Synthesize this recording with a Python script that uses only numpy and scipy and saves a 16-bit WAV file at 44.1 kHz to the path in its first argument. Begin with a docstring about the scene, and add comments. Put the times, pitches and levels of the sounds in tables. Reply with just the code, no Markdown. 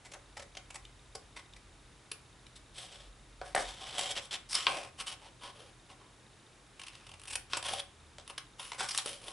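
"""Scissors cutting card

Small scissors cut slowly into a creased sheet of card above a table in a small room. The blades part
the fibres in short cracks and now and then click together. The sheet buckles with hollow pops and rubs
on fingers, blades and table as it is turned. Behind it lie a low rumble, mains hum, hiss and faint ticks."""
import sys
import numpy as np
from scipy import signal
from scipy.fft import rfft, irfft
from scipy.io import wavfile

SR = 44100
rng = np.random.default_rng(int(sys.argv[2]) if len(sys.argv) > 2 else 0)


def waveform_to_disk(signal):
    """Save audio, clipped to [-1, 1], as 16-bit WAV at the path in sys.argv[1]."""
    frames = np.transpose(np.atleast_2d(signal))
    scaled = np.clip(frames, -1, 1) * 32767
    samples = np.round(scaled).astype(np.int16)
    wavfile.write(sys.argv[1], SR, samples)


N = 411012
TIME = np.arange(N) / SR
OPPOSITE_SIDES = np.array([[1], [-1]])  # plus on the left, minus on the right


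def undb(db):
    """Turn decibels into a number to multiply by."""
    return 10 ** (np.asarray(db) / 20)


def level(x, db):
    """Scale a sound to an average (rms) level."""
    return x * undb(db) / np.sqrt(np.mean(x ** 2) + 1e-30)


def energy(x, db):
    """Give a sound as much energy as one second at this level."""
    return x * undb(db) / np.sqrt(np.sum(x ** 2) / SR + 1e-30)


def band(x, hz, kind, order=3):
    """Keep the lows, the highs or a band between."""
    return signal.sosfilt(signal.butter(order, hz, kind, fs=SR, output="sos"), x)


def ring(x, hz, width):
    """Make a sound ring at one pitch; narrower rings longer."""
    return signal.lfilter(*signal.iirpeak(hz, hz / width, fs=SR), x)


def colour(x, points, size=4096):
    """Shape the tone along a curve of (frequency [Hz], level [dB]) points."""
    hz, db = np.transpose(points)
    curve_db = np.interp(np.log(np.fft.rfftfreq(size, 1 / SR) + 1), np.log(hz), db)
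    cepstrum = irfft(np.log(undb(curve_db)))
    # fold the filter so that it never sounds before its input
    cepstrum[1:size // 2] *= 2
    cepstrum[size // 2 + 1:] = 0
    response = irfft(np.exp(rfft(cepstrum)))
    return signal.fftconvolve(x, response)[:len(x)]


def add(out, start, x):
    """Mix a sound in at a start time in seconds."""
    i = int(start * SR)
    out[i:i + len(x)] += x[:N - i]


def clock(length):
    """The times within one event, plus 40 ms to ring out."""
    return np.arange(int(length * SR) + SR // 25) / SR


# The tone of the steady hiss: (frequency [Hz], relative level [dB])
AIR_TONE = [(38, -13), (65, -10), (126, -3), (150, -8), (236, -10.5), (268, -12.5), (286, -8.5),
            (378, -11.5), (459, -13), (568, -15), (1130, -15), (1770, -18), (3680, -21), (4460, -23),
            (11000, -26.5), (14300, -67), (22000, -120)]
def air(db=-60.56, side_db=-9):
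    """Room air hisses; a second noise makes left and right differ."""
    centre, side = (level(colour(rng.standard_normal(N), AIR_TONE), db) for _ in range(2))
    return band(centre, 72, "high") + undb(side_db) * band(side, 160, "high", order=1) * OPPOSITE_SIDES


# How loud the deep rumble is: (time [s], level [dB])
RUMBLE_LEVELS = [(0, -68), (.4, -61.5), (1.05, -59), (1.4, -68), (1.75, -58), (2.1, -67), (2.6, -61.5),
                 (2.9, -65), (3.25, -57), (3.65, -57), (4.35, -68.5), (7.1, -69), (9.301, -67.5)]
# How loud the faint drone above it is: (time [s], level [dB])
DRONE_LEVELS = [(0, -69), (7, -74.5), (7.15, -61.5), (8.2, -66), (8.4, -78)]
def rumble(rumble_hz=44.7, drone_hz=80):
    """Two low, narrow bands of noise swell and sink."""
    out = np.zeros(N)
    for hz, width, curve in (rumble_hz, 13, RUMBLE_LEVELS), (drone_hz, 14, DRONE_LEVELS):
        noise = ring(ring(rng.standard_normal(N), hz, width), hz, width)
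        out += level(noise, 0) * undb(np.interp(TIME, *np.transpose(curve)))
    return out


def mains_hum(hz=120, db=-72):
    """Mains power hums on one steady note."""
    return level(np.sin(2 * np.pi * hz * TIME), db)


def ticking(per_second=29.97, hz=3700, decay_s=.0015, db=-75, weak_db=-6, scatter_db=1.5):
    """Faint, fast ticks, strong and weak in turn."""
    out, t = np.zeros(N), clock(0)
    tick = t * np.exp(-t / decay_s) * np.sin(2 * np.pi * hz * t)
    for k, start in enumerate(np.arange(.0585, N / SR, 1 / per_second)):
        add(out, start, tick * undb(weak_db * (k % 2) + scatter_db * rng.standard_normal()))
    return level(out, db)


def room(x, low_fade_s=.32, high_fade_s=.23, echo_db=-8, delay_s=.0048):
    """The table and near walls add a short echo; its highs differ most between left and right."""
    t = np.arange(SR // 2) / SR
    centre, side = rng.standard_normal((2, len(t)))
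    side = side * OPPOSITE_SIDES
    low = undb(2.5 - 60 * t / low_fade_s) * band(centre + undb(-5) * side, 3250, "low")
    high = undb(-60 * t / high_fade_s) * band(centre + undb(-1) * side, 2460, "high")
    tail = (low + high) * (t > delay_s)
    tail *= undb(echo_db) / np.sqrt(np.sum(tail ** 2) / 2)
    return x + signal.fftconvolve(x[None], tail, axes=1)[:, :N]


# The card rings in three ranges: body (low), middle and fizz (high). Each grip sets their pitches:
# (from time [s], body [Hz], middle [Hz], fizz [Hz])
GRIP_PITCHES = [(0, 640, 1930, 7000), (.5, 585, 3000, 6600), (.68, 860, 2300, 7560), (1.1, 585, 4700, 7600),
                (1.3, 1010, 2050, 8500), (2, 447, 2550, 9600), (2.4, 646, 3350, 8400),
                (3.3, 710, 1660, 8200), (3.62, 744, 3280, 7730), (4.45, 960, 5000, 8400),
                (4.56, 1000, 3200, 7600), (4.66, 680, 2830, 8700), (4.95, 965, 2830, 8900),
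                (5.53, 490, 3280, 9800), (5.8, 990, 2810, 8700), (7.67, 606, 3100, 9300),
                (8.1, 1100, 3030, 9600), (8.7, 775, 1580, 8300), (8.85, 1020, 5400, 8900),
                (8.96, 1030, 3080, 8100), (9.02, 556, 3160, 9100)]
def grip(time, scatter=(.11, .057, .041)):
    """The card's three pitches as it is held now; every touch bends them a little."""
    held = [pitches for since, *pitches in GRIP_PITCHES if since <= time]
    return np.array(held[-1]) * np.exp(np.array(scatter) * rng.standard_normal(3))


# The overall tone of the card: (frequency [Hz], boost [dB])
CARD_TONE = [(100, -8.5), (250, -6), (420, -3), (700, -3), (950, -2.5), (1500, -2.5), (2300, 1.5),
             (3400, -0.5), (4400, 0), (5600, -1), (6900, -7.5), (8200, -7.5), (10800, -2)]
# Pitches at which the card and the blades in it ring: (pitch [Hz], width [Hz], relative level [dB])
CARD_RINGS = [(558, 48, 1.5), (765, 22, 2.5), (1064, 18, 0.5), (1350, 11, -61), (3150, 115, -2),
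              (3570, 230, -3), (5500, 120, -13.5), (7800, 500, -5)]
def sheet(push, pitches, levels, ring_db, widths=(.24, .16, .11), bend=.018, edges_hz=(1300, 6000)):
    """A push sounds through the card, whose ringing shifts as it is bent and held."""
    x = colour(push, CARD_TONE)
    shifts = np.exp(bend * rng.standard_normal(len(CARD_RINGS)))
    x = x + undb(-1) * sum(undb(db) * ring(x, hz * shift, width)
                           for (hz, width, db), shift in zip(CARD_RINGS, shifts))
    x = x + sum(undb(db) * ring(x, hz, hz * width) for hz, width, db in zip(pitches, widths, ring_db))
    middle_db, body_db, fizz_db = levels
    body = energy(band(x, edges_hz[0], "low", order=5), body_db)  # the whole sheet
    middle = energy(band(x, edges_hz, "band", order=4), 0)  # the patch that moves
    fizz = energy(band(x, edges_hz[1], "high", order=5), fizz_db)  # single fibres
    return undb(middle_db) * (body + middle + fizz)


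def fibres(size, per_second=14000, spread_db=2):
    """Fibres snap at random moments, some louder than others."""
    strengths = undb(spread_db * np.minimum(rng.exponential(size=size), 3))
    snaps = rng.standard_normal(size) * strengths
    return level(snaps * (rng.random(size) < per_second / SR), 0)


# Each slide of the sheet: (start [s], fastest moment [s], end [s],
# relative middle level [dB], body above middle [dB], fizz above middle [dB])
SLIDES = [(2.737, 2.795, 2.88, -59.5, -9, -0.5), (2.872, 2.903, 3.1, -64.5, -7, -4),
          (3.416, 3.478, 3.55, -69, 0.5, 0), (3.552, 3.595, 3.64, -55, 2.5, 0.5),
          (3.6, 3.65, 3.8, -57.5, -7.5, -3), (3.741, 3.984, 3.98, -54, -6, -5),
          (3.976, 4.022, 4.15, -50, -7, -1.5), (4.151, 4.171, 4.2, -52, -9.5, -7.5),
          (4.191, 4.253, 4.28, -67, -8, 2.5), (4.31, 4.336, 4.368, -51.5, -13, -5),
          (4.488, 4.509, 4.55, -61, -12, 7), (4.541, 4.562, 4.68, -49, -13, -3.5),
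          (4.669, 4.668, 4.9, -52.5, 1.5, -2.5), (4.975, 5.013, 5.028, -56.5, -8.5, -0.5),
          (5.062, 5.073, 5.11, -55.5, -13, -1), (5.088, 5.125, 5.15, -61, -8.5, -1.5),
          (5.199, 5.255, 5.3, -71, 1, -5), (5.407, 5.443, 5.52, -61.5, -1, -5.5),
          (5.541, 5.566, 5.72, -69.5, 1, -3.5), (5.89, 5.907, 5.94, -73, -0.5, -4),
          (5.979, 6.014, 6.12, -80.5, 6, -14), (6.762, 6.903, 7.2, -68, -8.5, -6),
          (7.496, 7.521, 7.62, -59.5, -14, -3), (7.628, 7.66, 7.71, -53, -6.5, -2),
          (7.678, 7.718, 7.81, -55, -3.5, -1), (8.583, 8.604, 8.79, -61, -10, 3),
          (8.779, 8.81, 8.88, -52.5, -4.5, 0.5), (8.842, 8.992, 9.04, -57, -10, 5.5),
          (9.029, 9.08, 9.21, -56.5, -8, 2.5), (9.2, 9.277, 9.36, -64, -2, 4)]
def rubs(catch_db=2.5, catch_hz=170, lurch_db=1.54, lurch_hz=55, swell=.71, crinkle_db=-7):
    """Sliding card catches, lurches and crinkles; its tiny snaps grow louder with speed."""
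    out = np.zeros(N)
    for start, fastest, end, *levels in SLIDES:
        t = clock(end - start)
        speed = np.interp(start + t, [start, fastest, end], [0, 1, 0])
        catches, lurches = (np.interp(t * hz, np.arange(len(t)), rng.standard_normal(len(t)))
                            for hz in (catch_hz, lurch_hz))
        friction = undb(catch_db * catches + lurch_db * lurches) * fibres(len(t))
        crinkles = undb(crinkle_db) * fibres(len(t), per_second=320)
        push = speed ** swell * (friction + crinkles)
        add(out, start, sheet(push, grip(fastest), levels, ring_db=(5.5, 4.5, 3)))
    return out


# Each buckle or knock of the sheet: (time [s], body [Hz], middle [Hz], relative middle level [dB],
# body above middle [dB], fizz above middle [dB], change per flap [dB])
BUCKLES = [(.149, 626, 1820, -82.5, 12.5, -20, -20), (1.1567, 890, 4880, -76, 0, -3, -20),
           (3.414, 710, 1420, -71.5, 13.5, -8, -18), (3.548, 704, 1770, -54, 6, -38, -2.5),
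           (4.667, 1090, 2810, -42, -6.5, -25, -20), (7.533, 1310, 2740, -52.5, -4.5, -5.5, -12),
           (8.183, 650, 3250, -73, 2, -1, -6), (8.718, 865, 1940, -62.5, 0, -6, -6),
           (8.806, 850, 1580, -57, -1, -11, -6.5), (8.985, 1030, 3300, -53.5, -10.5, -7, -19)]
def pops(rise_s=.00079, snap_s=.0013, flutter_db=-16, flutter_s=.014, flap_s=.014, fizz_hz=8300):
    """The card snaps through and flaps back twice, fluttering as its bending waves fade."""
    out, t = np.zeros(N), clock(0)
    fade = np.exp(-t / snap_s) + undb(flutter_db) * np.exp(-t / flutter_s)
    waves = np.minimum(t / rise_s, 1) * fade
    for start, body_hz, middle_hz, db, body_db, fizz_db, flap_db in BUCKLES:
        pitches = (body_hz, middle_hz, fizz_hz)
        for flap in range(3):
            # a broad patch moves at once, so it sounds rounder than a tearing fibre
            push = band(waves * rng.standard_normal(len(t)), [380, 4800], "band")
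            levels = (db + flap * flap_db, body_db, fizz_db)
            add(out, start + flap * flap_s, sheet(push, pitches, levels, ring_db=(8, 6, 3)))
    return out


# Pitches at which the blades ring: (pitch [Hz], width [Hz], relative level [dB])
BLADE_RINGS = [(2420, 270, -11), (3120, 220, -3), (3560, 220, -1), (5100, 500, -14)]
# Each time the blades click together: (time [s], energy [dB])
BLADE_CLICKS = [(.851, -71.5), (1.535, -74.5), (2.466, -74.5), (8.378, -74)]
def clicks(contact_s=.0013, scrape_db=-26):
    """Steel meets steel: a brief scrape rings the blades, and the fingers keep the ring short."""
    out, t = np.zeros(N), clock(0)
    for start, db in BLADE_CLICKS:
        scrape = t * np.exp(-t / contact_s) * rng.standard_normal(len(t))
        steel = sum(undb(ring_db) * ring(scrape, hz, width) for hz, width, ring_db in BLADE_RINGS)
        add(out, start, energy(steel + undb(scrape_db) * scrape, db))
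    return out


# The blades or a crease move on in runs of bites: (first bite [s], last bite [s], bite length [s],
# first relative level [dB], last relative level [dB], body above middle [dB], fizz above middle [dB])
BITE_RUNS = [(0.114, 0.133, 0.012, -72.5, -69.5, -3.5, 2.5), (0.366, 0.418, 0.016, -65.5, -72, 0, -1),
             (0.549, 0.568, 0.0055, -72.5, -63, -6.5, -5), (.741, 0.753, 0.011, -72, -67.5, -2.5, 5),
             (1.361, 1.384, 0.023, -64.5, -71.5, -8, -6), (3.988, 4.03, 0.01, -54, -67, -3.5, 1),
             (4.528, 4.55, 0.0065, -56, -48, -22, -1), (6.794, 6.833, 0.0066, -66.5, -68, -13, -4.5),
             (6.864, 6.88, 0.0091, -68, -67.5, -18, -3), (6.928, 6.95, 0.0083, -82, -72.5, -14, -5),
             (7.065, 7.137, 0.0082, -73.5, -72, -7.5, -3), (7.196, 7.254, 0.0022, -78, -74, -10, 3),
             (7.272, 7.323, 0.02, -65.5, -60.5, -12, 4), (7.777, 7.791, 0.015, -61, -55.5, -14, -4.5),
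             (8.885, 8.906, 0.013, -57, -57, -21, 0)]
def bites(gap_s=.022, jitter_s=.0005):
    """Split each run into nearly even cracks that grow or fade with the squeeze of the hand."""
    for first, last, length, first_db, last_db, body_db, fizz_db in BITE_RUNS:
        steps = max(1, round((last - first) / gap_s))
        for along in np.linspace(0, 1, steps + 1):
            start = first + along * (last - first) + jitter_s * rng.standard_normal()
            yield start, length, first_db + along * (last_db - first_db), body_db, fizz_db


# Single sharp cracks of the fibres: (time [s], length [s],
# relative middle level [dB], body above middle [dB], fizz above middle [dB])
FIBRE_CRACKS = [(.047, 0.025, -72, -4, 1), (.702, 0.011, -70, -5, 0.5), (1.149, 0.0089, -69, 4.5, 7.5),
                (1.561, 0.0093, -75, -18, -3), (2.114, 0.005, -60.5, -10.5, 4),
                (2.554, 0.022, -72, -23, 1.5), (3.55, 0.0016, -63.5, 8, 12),
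                (3.98, 0.0056, -54.5, -6, -2.5), (4.104, 0.018, -55, -15, -1.5),
                (4.308, 0.0037, -62.5, -22, -8), (4.54, .012, -56, -9, 4), (7.353, .0065, -55, -12, 4),
                (7.567, 0.011, -57.5, -0.5, 3.5), (7.625, 0.0053, -62.5, -6, -1.5),
                (7.683, 0.011, -56, -7.5, -3), (7.733, 0.0062, -59, 3.5, 4), (8.276, 0.0014, -70.5, -14, 2),
                (8.294, 0.016, -65, -2.5, -2), (8.378, 0.0022, -57.5, -12.5, -4),
                (8.593, 0.012, -62.5, -4, -4), (8.946, 0.0036, -58, -10.5, -1),
                (8.975, .003, -55, -19, 9.5), (9.058, .0054, -62.5, 0.5, 7.5),
                (9.28, 0.0042, -64.5, -1.5, -1)]
def cracks(rise_s=.0025, release_s=.0031, edge_force=.43, drag_db=-23, drag_s=.017):
    """The blades bite, a bundle of fibres quickly gives way, and the blades stick again."""
    out = np.zeros(N)
    for start, length, *levels in [*FIBRE_CRACKS, *bites()]:
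        t = clock(length)
        after = np.maximum(t - length, 0)
        force = np.interp(t, [0, length / 2, length], [edge_force, 1, edge_force])
        tear = force * np.minimum(t / rise_s, 1) * np.exp(-after / release_s)
        # the freshly cut edge drags briefly along the blade
        drag = undb(drag_db) * np.exp(-after / drag_s) * (t > length)
        push = (tear + drag) * fibres(len(t))
        add(out, start, sheet(push, grip(start), levels, ring_db=(6, 6.5, 6)))
    return out


def scene(card_db=-1, left_louder_db=.5):
    """The card is cut almost straight ahead, over the quiet background of the room."""
    card = undb(card_db) * (cracks() + pops() + rubs())
    cutting = room(card + clicks()) * undb(OPPOSITE_SIDES * left_louder_db / 2)
    return cutting + air() + rumble() + mains_hum() + ticking()


def record(dry, top_hz=10950):
    """The very highest sounds are cut off steeply."""
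    return signal.sosfilt(signal.ellip(10, .2, 70, top_hz, fs=SR, output="sos"), dry)


dry = scene()
out = record(dry)
waveform_to_disk(out)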